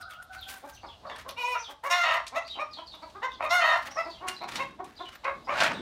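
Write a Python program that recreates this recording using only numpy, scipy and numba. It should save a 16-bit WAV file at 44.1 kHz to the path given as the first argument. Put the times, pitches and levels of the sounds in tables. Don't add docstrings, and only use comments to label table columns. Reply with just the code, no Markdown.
import sys
import numpy as np
from scipy import signal
from scipy.fft import rfft, irfft
from scipy.io import wavfile
from scipy.ndimage import uniform_filter1d
from numba import njit

SR = 44100
rng = np.random.default_rng(int(sys.argv[2]) if len(sys.argv) > 2 else 0)


def store_pcm(level_fs):
    pcm = np.round(np.clip(level_fs, -1, 1) * 32767).astype(np.int16)
    wavfile.write(sys.argv[1], SR, np.atleast_2d(pcm).T)


def linear_from_db(decibels):
    return 10 ** (np.asarray(decibels, float) / 20)


N = 256200

# time in seconds, gust level in dB.
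GUSTS = [(0, -64.5), (.5, -64), (1.3, -63), (1.6, -67.5), (2.3, -64), (3.6, -63), (4.2, -62.5),
         (4.55, -60.5), (5.2, -63.5), (5.5, -61), (5.81, -59.5)]
# frequency in Hz, level in dB.
YARD_SPECTRUM = [(120, -30), (200, 0), (328, -18.5), (633, 4.5), (2230, -14.5), (3800, -4.5), (5500, -15),
                 (15800, -32)]
# start in seconds, length in seconds, pitch in Hz, level in dB,
# first partial over second in dB.
CROW_NOTES = [
    (0, 0.11, 722, -43.5, -9.5),
    (0.111, 0.053, 672, -46, -15),
    (0.161, 0.054, 725, -45.5, -10),
    (0.294, 0.1, 764, -46.5, -1.5),
    (0.46, 0.127, 774, -44.5, -4),
    (0.661, 0.065, 801, -52, -15),
]
# start in seconds, length in seconds, start pitch in Hz, end pitch in Hz, level in dB.
CHIRPS = [(0.012, 0.031, 6100, 3350, -58.5), (0.105, 0.04, 3690, 2790, -55),
          (0.363, 0.061, 4880, 3500, -53.5), (0.42, 0.028, 3820, 3030, -49.5),
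          (0.724, 0.028, 6300, 5760, -57), (0.738, 0.042, 5600, 2600, -57), (0.8, 0.065, 4570, 4480, -65),
          (0.865, 0.018, 5250, 4050, -54.5), (0.879, 0.053, 3760, 2830, -55),
          (1.067, 0.022, 4030, 5220, -55), (1.086, 0.064, 3790, 3316, -52), (1.58, 0.03, 5700, 6080, -50),
          (1.618, 0.017, 5410, 4450, -42), (1.641, 0.0417, 3700, 3100, -50),
          (2.449, 0.025, 4100, 4990, -50), (2.476, 0.019, 4950, 3500, -50), (2.496, 0.024, 3500, 4020, -45),
          (2.52, 0.043, 3870, 2775, -49.5), (2.711, 0.02, 4730, 4750, -55), (2.73, 0.02, 4770, 3500, -50),
          (2.747, 0.056, 4000, 2915, -51), (2.862, 0.037, 4900, 4100, -51), (2.9, 0.054, 4200, 3460, -50),
          (3.015, 0.026, 4500, 4360, -57), (3.33, 0.036, 6400, 3040, -55.5),
          (3.294, 0.058, 3720, 3370, -57.5), (3.908, 0.025, 5200, 6100, -53),
          (3.94, 0.066, 5860, 5000, -52), (4.046, 0.03, 5040, 4200, -57), (4.092, 0.037, 5120, 3760, -50.5),
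          (4.13, .065, 3600, 2835, -55), (4.333, 0.039, 6130, 4000, -52.5), (4.408, 0.019, 3640, 4370, -47),
          (4.958, 0.019, 4030, 4980, -53), (4.975, 0.032, 4150, 3410, -50),
          (5.009, 0.065, 3970, 2803, -50.5), (5.444, 0.066, 4780, 5750, -64),
          (5.69, 0.039, 5800, 4660, -52), (5.732, 0.084, 3890, 3600, -53)]
# start in seconds, ring in Hz, level in dB, t60 in seconds.
JINGLES = [(.011, 8700, -54, .08), (.011, 13200, -63, .06), (.09, 9600, -64, .15), (.113, 8900, -58, .08),
           (.14, 15400, -62, .06), (.228, 9300, -59.5, 0.072), (.228, 14000, -58, .08),
           (.232, 11300, -62, .06), (.33, 9600, -65, .2), (.411, 14200, -56, .06), (.432, 11300, -60, .12),
           (.452, 13600, -61, .08), (.476, 11300, -59, .06), (.515, 15300, -57, .2), (.518, 8900, -54, .1),
           (.53, 11300, -56, .1), (.568, 8800, -57, .08), (.575, 9600, -60, .15), (.69, 14200, -62, .1),
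           (4.281, 9000, -47, 0.17), (4.281, 12000, -54, .2), (4.281, 2800, -38, .25),
           (4.42, 12700, -62, .12), (4.508, 11800, -63, .1), (5.15, 14500, -55, .1),
           (5.735, 8200, -53, .12), (5.79, 8100, -57, .08)]
# start in seconds, peak in dB, mid
# ring over treble in dB, crack centre in Hz.
TICKS = [(0.108, -46, -11, 8670), (0.227, -44.5, -33, 9500), (0.331, -60, 19.5, 6020),
         (0.4103, -41, -15, 13900), (0.4887, -41, 8, 5840), (1.1606, -43, 6, 8810), (1.1832, -46, -7, 9700),
         (1.291, -35.5, 6.5, 9400), (1.308, -37, 1.5, 11200), (2.267, -36, 8, 6350),
         (2.2795, -30, -34, 6000), (2.4779, -55.5, 21, 6850), (2.95, -50, 5, 11800),
         (3.099, -54.5, 7.5, 6150), (4.2844, -22.5, 0, 7130), (4.437, -57, 19.5, 6000),
         (4.4913, -62, 23, 6050), (4.52, -54, 20, 6000), (4.556, -38, 18.5, 6800),
         (4.843, -41.5, -2.5, 7060), (5.087, -58, 9, 5730), (5.15, -64, 5, 7000), (5.243, -58.5, 24, 6000),
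         (5.5572, -55, 10, 6000), (5.5903, -50, 15, 6000), (5.6033, -39, 25, 6350),
         (5.635, -22.5, -22, 6500), (5.65, -46, 7, 6460)]
# frequency in Hz, level in dB, t60 in seconds.
LATCH_MODES = [(2446, 20, 0.023), (2777, 5.5, 5.0), (3500, -27, 5.0), (4370, 10.5, 0.42), (5250, 2, 5.0),
               (5760, 10, 0.11), (7060, -14, 0.16), (9500, -40, 0.13), (12200, -64, 0.062),
               (11990, -80, 0.082)]
# peak time in seconds, level in dB, swell in seconds, fade in seconds,
# body over treble in dB.
SCRAPES = [(.01, -45.5, .03, 0.055, -7), (0.108, -49, 0.037, 0.11, -2.5), (0.227, -53, 0.026, 0.014, -1),
           (.344, -46.5, 0.04, 0.14, -1.5), (0.505, -31, 0.051, 0.058, -14.5),
           (0.53, -41, 0.03, 0.18, -10.5), (0.695, -44.5, 0.11, 0.069, -9.5),
           (0.749, -51.5, 0.026, 0.079, -23), (1.192, -52.5, 0.075, 0.083, 8),
           (1.292, -35, 0.016, 0.014, -13), (1.714, -46.5, 0.054, 0.054, -5),
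           (1.84, -40.5, 0.016, 0.19, -8.5), (3.444, -48, 0.041, 0.11, -8.5),
           (3.884, -48.5, 0.37, 0.027, 4.5), (3.913, -63.5, 0.032, 0.35, 10),
           (4.282, -46, 0.018, 0.13, 9.5), (4.495, -53.5, 0.034, 0.31, 13), (4.561, -45, 0.054, 0.13, 7.5),
           (4.849, -61, 0.06, 0.57, 4), (5.092, -57.5, 0.024, 0.01, 14.5), (5.155, -56, 0.17, 0.018, 10.5)]
# centre in Hz, width in Hz, level in dB.
SCRAPE_BODY = [(300, 100, -16), (1570, 1380, 5), (4500, 1100, -55)]
# centre in Hz, width in Hz, level in dB.
SCRAPE_TOP = [(6700, 63000, 6.5), (9080, 150, 13), (11500, 1200, 5), (14700, 3600, 8.5)]
# time in seconds, level in dB, treble tilt in dB.
BOLT_DRAG = [
    (5.5, -54, 10),
    (5.56, -24, 1.5),
    (5.6, -23, 6.5),
    (5.654, -20.5, 7),
    (5.71, -27.5, 0.5),
    (5.81, -46.5, 2.5),
]
# frequency in Hz, level in dB.
BOLT_SPECTRUM = [(88, -22), (150, -12), (455, -21), (610, -3.5), (1550, -7), (2250, -9.5), (4700, -22.5),
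                 (15800, -48.5)]
# centre in Hz, width in Hz, level in dB.
BOLT_RINGS = [(694, 600, -10), (1530, 210, -2), (2390, 310, -6), (4200, 470, -22)]
# centre in Hz, width in Hz, level in dB.
BEAK = [(2775, 525, -2), (3700, 350, -3.5), (4200, 380, -9.5), (5630, 700, -11.5), (6300, 1140, -12.5),
        (9060, 3300, -24), (11300, 9400, -29)]
# start in seconds, length in seconds, pitch in Hz, level in dB, roughness 0-1.
LOW_CLUCKS = [(.622, 0.045, 300, -42.5, 0.2), (.821, 0.048, 288.4, -42.5, 1), (1.674, 0.04, 300, -42, 0.35),
              (2.312, 0.049, 276.5, -42, 0.03), (2.548, 0.048, 300, -42, 0.55),
              (2.762, 0.05, 335.6, -42, 0.3), (2.932, 0.024, 369, -37, 0.35),
              (3.012, 0.039, 343, -41, 0.02), (3.14, 0.046, 426, -43, 0.05), (3.375, 0.14, 300, -51, 0.9),
              (3.86, 0.042, 293.3, -45, 0.17), (4.042, 0.056, 344.5, -41, 0.12),
              (4.199, 0.11, 374.7, -41.5, 0.31), (4.401, 0.055, 373.4, -37, 0.47),
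              (4.781, 0.042, 388.6, -36, 0.2), (4.985, 0.048, 365.6, -38.5, 0.08)]
# chest in dB, beak in dB, throat in Hz.
LOW_TRACTS = [(-1, 2, 810), (-1, 6, 970), (3, 2, 990), (-3, 7, 1040), (-2, -1.5, 1020), (1, 2, 1030),
              (3, 8.5, 1240), (3.5, 9, 1130), (-7, -9, 1250), (-9, 6, 1200), (-1, 3, 970), (-18, -3, 840),
              (-0.5, -7, 1060), (-1, 4, 940), (0, -20, 960), (-5, -9, 960)]
# start in seconds, length in seconds, pitch in Hz, level in dB, roughness 0-1.2.
HIGH_CLUCKS = [(1.029, 0.075, 611, -44, 1.2), (1.09, 0.043, 606, -38, 1.1), (1.14, 0.044, 641, -48, 0.8),
               (1.244, 0.07, 553.4, -45, 0.54), (1.53, 0.022, 476, -53, 0.03),
               (1.536, 0.051, 722, -35.5, 0.36), (1.828, 0.067, 566.6, -34, 0.45),
               (2.343, 0.057, 680.3, -29.5, 0.23), (2.58, 0.055, 623, -32, 0.24),
               (3.215, 0.057, 536, -31, 0.14), (3.392, 0.092, 634.4, -32.5, 0.49),
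               (3.955, 0.074, 677.4, -31, 0.16), (4.575, 0.068, 546, -32.5, 0.19),
               (5.234, 0.076, 554.4, -31.5, 0.54), (5.468, 0.076, 592, -31, 0.67)]
# chest in dB, beak in dB, throat in Hz, mouth in Hz, strong-weak alternation 0-1.
HIGH_TRACTS = [(4, -17, 1080, 1360, 0), (-15, 7.5, 960, 1900, 0.2), (-3, 17, 1660, 2200, 0.1),
               (7, 0, 1130, 1660, 0.2), (-2, 0, 1500, 2450, .03), (-5, -3, 1380, 2000, 0.4),
               (1.5, 6, 1140, 1990, 0.14), (6, 1, 1120, 2130, 0.03), (2, 3.5, 1120, 2390, 0.06),
               (-1.5, 2, 1110, 1950, 0), (3.5, 3, 1070, 2220, 0.35), (-0.5, 1, 1080, 2140, 0.04),
               (0.5, 4.5, 1050, 2180, 0.12), (4.5, -1.5, 1210, 2127, 0.2), (0.5, -1, 1110, 2200, 0)]
HIGH_ONSET_DB = [-7, 3, -4, -4, -4, 1, -9, -1, -5, -2, -14, -15, -2, 2, -7]
HIGH_UPPER_DB = [-12, -7, -12, -12, -12, -6, -10, -5, -33, -11, -7, -10, -5, -3, -9]
# time in seconds, pitch in Hz, level in dB.
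SQUAWKS = [
    [(1.362, 451, -61), (1.378, 472, -38), (1.393, 493, -35), (1.43, 483.5, -34.5), (1.484, 496.8, -32.5),
     (1.522, 493.3, -32.5), (1.545, 477.4, -35), (1.575, 450, -43), (1.6, 443, -59)],
    [(1.898, 691, -39), (1.916, 703.3, -24.5), (1.968, 713.2, -29), (2.01, 699.2, -30),
     (2.042, 692.3, -28.5), (2.065, 647.5, -29.5), (2.134, 653.3, -28.5), (2.172, 697, -33),
     (2.21, 727, -54.5)],
    [(3.49, 661, -53), (3.51, 683.7, -26), (3.534, 714, -24.5), (3.572, 722, -26.5), (3.604, 679, -28.5),
     (3.641, 653.8, -28), (3.715, 651, -28.5), (3.765, 704, -31), (3.81, 716, -54)],
]
# clears at seconds, cracks at seconds, strong-weak alternation at the start 0-1.5,
# mouth in Hz, beak in dB.
SQUAWK_STAGES = [(1.38, 1.59, 0, 2345, -1.5), (1.978, 2.032, 1.1, 2030, -0.6),
                 (3.548, 3.607, 0.46, 2085, -1.5)]
# throat width in Hz, mouth width in Hz, cracked mouth in Hz, chest in dB,
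# hoarseness of the start 0-1.
SQUAWK_TRACTS = [(430, 470, 3600, 0.5, 0.3), (614, 500, 2010, 3.5, 0.25), (600, 220, 1940, 3.5, 0.22)]
# pitch in Hz, level in dB, roughness 0-1.
SECOND_VOICES = [(450, -20, .3), (620, -5, 0.14), (612.7, -2, 0.11)]
# extra at the onset in dB, lasting in dB.
SQUAWK_SHINE = [(-6.5, -1.5), (8.5, -3), (9, -3.5)]
CLEAR_ROUGH = [.09, .06, .13]

HIGH_BELLY_DB, LOW_BELLY_DB = -9.5, -5.5
HIGH_BEAK_DB, LOW_BEAK_DB, USUAL_CLUCK_DB = -7.5, -7, -31.5
BEAK_DB_PER_DB, BEAK_DB_PER_ROUGH = 1.45, 3
LOW_ONSET_DB, LOW_UPPER_DB, LOW_MOUTH_HZ, LOW_ALTERNATE = -7, -20, 2320, 0.03
REST_THROAT_HZ, CLEARING_S, CRACKING_S, SHINE_FADE_S = 1140, 0.02, 0.012, 0.054
HOARSE_BEAK_DB, CRACKED_BEAK_DB = 0.27, -1.37
CRACKED_ROUGH, CRACKED_ALTERNATE, CRACKED_WIDTH_HZ = 0.57, 0.65, 400
SECOND_WIDTH_HZ, SECOND_ALTERNATE = 300, 0.2


def level(x, db=0):
    return x * linear_from_db(db) / np.sqrt(np.mean(x ** 2) + 1e-18)


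@njit
def svf(x, hz, width):
    y, b, l = np.empty(len(x)), 0., 0.
    for i in range(len(x)):
        g, k = np.tan(np.pi * hz[i] / SR), width[i] / hz[i]
        v = (b + g * (x[i] - l)) / (1 + g * (g + k))
        b, l, y[i] = 2 * v - b, l + 2 * g * v, k * v
    return y


def band(x, hz, width):
    return svf(x, np.clip(hz + np.zeros(len(x)), 20, 0.45 * SR), width + np.zeros(len(x)))


def band2(x, hz, width):
    return band(band(x, hz, width), hz, width)


def flutter(n, rate_hz):
    k = max(int(SR / rate_hz), 1)
    steps = np.repeat(rng.standard_normal(n // k + 1), k)[:n]
    return level(uniform_filter1d(steps, k))


def coloured(n, spectrum):
    hz, db = np.transpose(spectrum)
    f = np.maximum(np.fft.rfftfreq(n, 1 / SR), 1)
    gain = linear_from_db(np.interp(np.log(f), np.log(hz), db))
    return level(irfft(rfft(rng.standard_normal(n)) * gain, n))


def times(length_s):
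    return np.arange(int(length_s * SR)) / SR


def add(out, s, x):
    i = int(s * SR)
    out[i:i + len(x)] += x[:N - i]


def read(table):
    s, *columns = np.transpose(table)
    t = np.arange(s[0], s[-1], 1 / SR)
    edge = np.clip(np.minimum(t - s[0], s[-1] - t) / 0.002, 0, 1)
    return s[0], t, [np.interp(t, s, c) for c in columns], edge


def room(x, t60_s, treble_t60_s, wet_db):
    t = times(0.7)
    noise = rng.standard_normal((2, len(t))) * np.clip(t / 0.00092, 0, 1)
    low = band(noise[0], 870, 2120) * linear_from_db(-60 * t / t60_s)
    tail = low + 0.5 * band(noise[1], 4430, 4260) * linear_from_db(-60 * t / treble_t60_s)
    response = 1 + linear_from_db(wet_db) * rfft(tail / np.sqrt(np.sum(low ** 2)))
    power = np.abs(response) ** 2
    response = response * np.sqrt(uniform_filter1d(power, size=900) / uniform_filter1d(power, size=90))
    lead = len(t) // 30
    return signal.fftconvolve(x, np.roll(irfft(response, len(t)), lead))[lead:lead + N]


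def air():
    s, t, (gust_db,), _ = read(GUSTS)
    n = len(t)
    noise = rng.standard_normal((2, n))
    low = level(band2(noise[0], 62, 70)) * linear_from_db(2.5 * flutter(n, 14) + 1.25 * flutter(n, 6))
    upper = level(band2(noise[1], 232, 300)) * linear_from_db(2.7 * flutter(n, 12))
    upper_db = -2 + 4.5 * (gust_db - gust_db.mean())
    out = coloured(N, YARD_SPECTRUM) * linear_from_db(-62 + 2.5 * flutter(N, 5))
    add(out, s, linear_from_db(gust_db) * (low + linear_from_db(upper_db) * upper))
    return out


def rooster():
    out = np.zeros(N)
    for s, length, hz, db, first_db in CROW_NOTES:
        t = times(length)
        n = len(t)
        wobble = 0.0328 * np.exp(-s / 0.53)
        shape = np.clip(np.minimum(t / 0.004, (length - t) / 0.017), 0, 1) * linear_from_db(-46 * t)
        jitter = wobble * (flutter(n, 40) + 0.6 * flutter(n, 200))
        phase = 2 * np.pi * np.cumsum(hz * (1 - 0.03 * np.exp(-t / 0.02) + jitter)) / SR
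        rasp = 20 * wobble * np.sin(1.8 * phase) * linear_from_db(1.4 * flutter(n, 44))
        partials = np.sin(2 * phase) + rasp + linear_from_db(first_db) * np.sin(phase)
        add(out, s, linear_from_db(db) * shape * partials * linear_from_db(3.5 * flutter(n, 57.7)))
    return out


def sparrows():
    out = np.zeros(N)
    for s, length, start_hz, end_hz, db in CHIRPS:
        t = times(length)
        n = len(t)
        warble = 0.58 * max(length, 0.065)
        buzz = np.sin(2 * np.pi * np.cumsum(45 + 12 * flutter(n, 31.3)) / SR) + 0.53 * flutter(n, 400)
        glide_hz = start_hz * (end_hz / start_hz) ** ((t / length) ** 0.8)
        hz = glide_hz * (1 + 0.85 * warble * buzz)
        breaks = linear_from_db(86 * warble * flutter(n, 99) + 3.5 * flutter(n, 251))
        shape = np.sin(np.pi * t / length) ** 0.17 * breaks
        phase = 2 * np.pi * np.cumsum(hz) / SR
        second = 3 * warble * np.sin(0.8 * phase)
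        hiss = 0.28 * level(band(rng.standard_normal(n), hz, 470))
        add(out, s, linear_from_db(db + 5.5) * shape * (np.sin(phase) + second + hiss))
    return out


def jingles():
    out, t = np.zeros(N), times(0.2)
    n = len(t)
    for s, hz, db, t60 in JINGLES:
        phase = 2 * np.pi * hz * np.cumsum(1 + 0.008 * flutter(n, 300)) / SR
        ring = np.sin(phase) * linear_from_db(3 * flutter(n, 150))
        add(out, s, linear_from_db(db - 60 * t / t60) * np.clip(t / 0.0018, 0, 1) * ring)
    return out


def scrapes():
    out = np.zeros(N)
    for peak, peak_db, swell, fade, body_db in SCRAPES:
        quiet_db = peak_db - 30
        stroke = [(max(peak - swell, 0), quiet_db), (peak, peak_db), (peak + fade, quiet_db)]
        s, t, (db,), edge = read(stroke)
        n = len(t)
        grit = rng.standard_normal(n) * linear_from_db(2.9 * flutter(n, 250.6) + 2.6 * flutter(n, 59.3))
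        body = sum(linear_from_db(g) * level(band(grit, f, w)) for f, w, g in SCRAPE_BODY)
        top = sum(linear_from_db(g + 0.63 * flutter(n, 33)) * band(grit, f, w) for f, w, g in SCRAPE_TOP)
        add(out, s, linear_from_db(db - 2.5) * edge * (level(top) + linear_from_db(body_db) * body))
    return out


def latch_ticks():
    out, t = np.zeros(N), times(0.25)
    for s, db, ring_db, crack_hz in TICKS:
        noise = rng.standard_normal(len(t))
        crack = level(band2(noise, crack_hz, 7000))
        crack = crack * (linear_from_db(-60 * t / 0.025) + 0.3 * linear_from_db(-60 * t / 0.11))
        knock = level(band(band(noise, 2900, 5000), 3650, 2000)) * linear_from_db(-60 * t / 0.091)
        rings = 0
        for hz, mode_db, t60 in LATCH_MODES:
            strength, detune = rng.standard_normal(2)
            ring = np.sin(2 * np.pi * hz * (1 + 0.021 * detune) * t)
            rings = rings + linear_from_db(mode_db + 1.3 * strength) * ring * linear_from_db(-60 * t / min(t60, 0.07))
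        add(out, s, linear_from_db(db - 4) * (crack + linear_from_db(ring_db) * (0.72 * knock + 0.081 * rings)))
    return out


def bolt():
    s, t, (db, tilt_db), edge = read(BOLT_DRAG)
    n = len(t)
    grit = coloured(n, BOLT_SPECTRUM) * linear_from_db(1.8 * flutter(n, 120) + 2.5 * flutter(n, 600))
    rings = sum(linear_from_db(g + 5.4 * flutter(n, 44)) * band(grit, f, w) for f, w, g in BOLT_RINGS)
    grit = grit + 0.8 * rings
    low = signal.sosfilt(signal.butter(2, 3500, fs=SR, output="sos"), grit)
    out = np.zeros(N)
    add(out, s, linear_from_db(db - 6.5) * edge * (low + linear_from_db(tilt_db) * (grit - low)))
    return out


def voice(hz, rough, alternate, throat_hz, mouth_hz, beak_db, chest_db=0, belly_db=HIGH_BELLY_DB,
          mouth_width_hz=480, throat_width_hz=547, shine_db=0, upper_db=-30):
    n = len(hz)
    jitter = 0.006 * flutter(n, 60) + 0.045 * rough * flutter(n, 500)
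    phase = 2 * np.pi * np.cumsum(hz * (1 + jitter)) / SR
    k = np.arange(1, int(15500 / hz.max()) + 1)[:, None]
    pulses = level(np.cos(k * phase).sum(axis=0))
    pulses = pulses * (1 + alternate * np.cos(phase / 2)) * linear_from_db(7.1 * rough * flutter(n, 300))
    breath = rng.standard_normal(n) * (1 + np.cos(phase))
    source = pulses + 1.49 * rough * breath
    chest = linear_from_db(chest_db - 6) * band(band(source, 588, 360), 603, 310)
    belly = linear_from_db(belly_db) * band2(source, 360, 310)
    throat = band2(source, throat_hz, throat_width_hz)
    mouth = band2(source, mouth_hz, mouth_width_hz)
    upper = band(band(source, 1.198 * mouth_hz, 350), 1.21 * mouth_hz, 350)
    mouth = mouth - linear_from_db(upper_db) * upper
    top = 0
    for f, w, db in BEAK:
        hissing = source + 0.22 * (f / 5000) ** 2 * breath
        gain_db = db + 3.15 * flutter(n, 26.5) + 0.84 * beak_db * np.log2(f / 3000) + shine_db * (f > 5000)
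        top = top + linear_from_db(gain_db) * band2(hissing, f, w)
    out = chest + belly - throat + linear_from_db(beak_db) * mouth - linear_from_db(2.8 * beak_db) * top
    out = signal.sosfilt(signal.butter(4, 0.88 * hz.min(), "high", fs=SR, output="sos"), out)
    return out / np.sqrt(uniform_filter1d(out ** 2, size=1500) + 1e-9)


def cluck(note, tract, onset_db, upper_db, swell, rest_db, belly_db):
    _, length, hz, db, rough = note
    chest_db, open_db, rest_throat_hz, mouth_hz, alternate = tract
    t = times(length)
    shape = np.clip(t / 0.022, 0, 1) ** swell * np.clip((length - t) / 0.02, 0, 1)
    scoop = np.exp(-(t / 0.01885) ** 2)
    sag = 0.045 * (t / length) ** 3
    beak_db = rest_db + BEAK_DB_PER_DB * (db - USUAL_CLUCK_DB) + BEAK_DB_PER_ROUGH * rough + open_db
    sound = voice(hz * (1 - 0.22 * scoop - sag), np.clip(rough + 0.35 * scoop, 0, 1), alternate,
                  rest_throat_hz * (1 - 0.18 * scoop), mouth_hz * (1 - 0.06 * scoop),
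                  min(beak_db, 0) + onset_db * scoop, chest_db - 3 * scoop, belly_db, upper_db=upper_db)
    return linear_from_db(db) * shape * sound


def clucks():
    out = np.zeros(N)
    for note, tract, onset_db, upper_db in zip(HIGH_CLUCKS, HIGH_TRACTS, HIGH_ONSET_DB, HIGH_UPPER_DB):
        add(out, note[0], cluck(note, tract, onset_db, upper_db, 1.1, HIGH_BEAK_DB, HIGH_BELLY_DB))
    for note, tract in zip(LOW_CLUCKS, LOW_TRACTS):
        tract = (*tract, LOW_MOUTH_HZ, LOW_ALTERNATE)
        add(out, note[0], cluck(note, tract, LOW_ONSET_DB, LOW_UPPER_DB, 1.8, LOW_BEAK_DB, LOW_BELLY_DB))
    return out


def squawks():
    out = np.zeros(N)
    for contour, stages, tract, second, shine, clear_rough in zip(
            SQUAWKS, SQUAWK_STAGES, SQUAWK_TRACTS, SECOND_VOICES, SQUAWK_SHINE, CLEAR_ROUGH):
        clears, cracks, doubling, mouth_hz, beak_db = stages
        throat_width_hz, width_hz, cracked_hz, chest_db, hoarse = tract
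        s, t, (hz, db), edge = read(contour)
        start = (1 - np.tanh((t - clears) / CLEARING_S)) / 2
        cracked = (1 + np.tanh((t - cracks) / CRACKING_S)) / 2
        clear = 1 - np.maximum(start, cracked)
        rough = hoarse * start + clear_rough * clear + CRACKED_ROUGH * cracked
        throat_hz = REST_THROAT_HZ + (2 * hz - REST_THROAT_HZ) * clear
        first = voice(hz, rough, doubling * start + CRACKED_ALTERNATE * cracked, throat_hz,
                      mouth_hz + (cracked_hz - mouth_hz) * cracked,
                      beak_db + HOARSE_BEAK_DB * start + CRACKED_BEAK_DB * cracked, chest_db,
                      mouth_width_hz=width_hz + (CRACKED_WIDTH_HZ - width_hz) * cracked,
                      throat_width_hz=throat_width_hz,
                      shine_db=shine[0] * np.exp(-(t - s) / SHINE_FADE_S) + shine[1])
        add(out, s, linear_from_db(db) * edge * first)
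        low_hz, low_db, low_rough = second
        other = voice(low_hz * (1 + 0.012 * flutter(len(t), 15)), low_rough, SECOND_ALTERNATE,
                      1.62 * low_hz, 3 * low_hz, -2.6, -13, mouth_width_hz=SECOND_WIDTH_HZ,
                      throat_width_hz=SECOND_WIDTH_HZ, shine_db=-11)
        add(out, s, linear_from_db(db + low_db) * edge * cracked * other)
    return out


def scene():
    yard = room(rooster() + sparrows(), t60_s=0.26, treble_t60_s=0.26, wet_db=-1)
    knocks = signal.sosfilt(signal.butter(1, 9000, fs=SR, output="sos"), scrapes() + latch_ticks())
    steel = 0.36 * (knocks + bolt() + linear_from_db(3.5) * jingles())
    hens = linear_from_db(1) * (clucks() + squawks())
    coop = room(hens + steel, t60_s=0.27, treble_t60_s=0.29, wet_db=-7.5)
    return (air() + linear_from_db(-6) * yard + steel + coop)[None, :]


def low_pass(x):
    return signal.sosfilt(signal.butter(12, 15960, fs=SR, output="sos"), x)


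def record(dry):
    mix = signal.sosfilt(signal.butter(4, 38, "high", fs=SR, output="sos"), dry)
    mix = signal.sosfilt(signal.ellip(10, 0.2, 70, 15900, fs=SR, output="sos"), mix)
    return low_pass(mix)


dry = scene()
out = record(dry)
store_pcm(out)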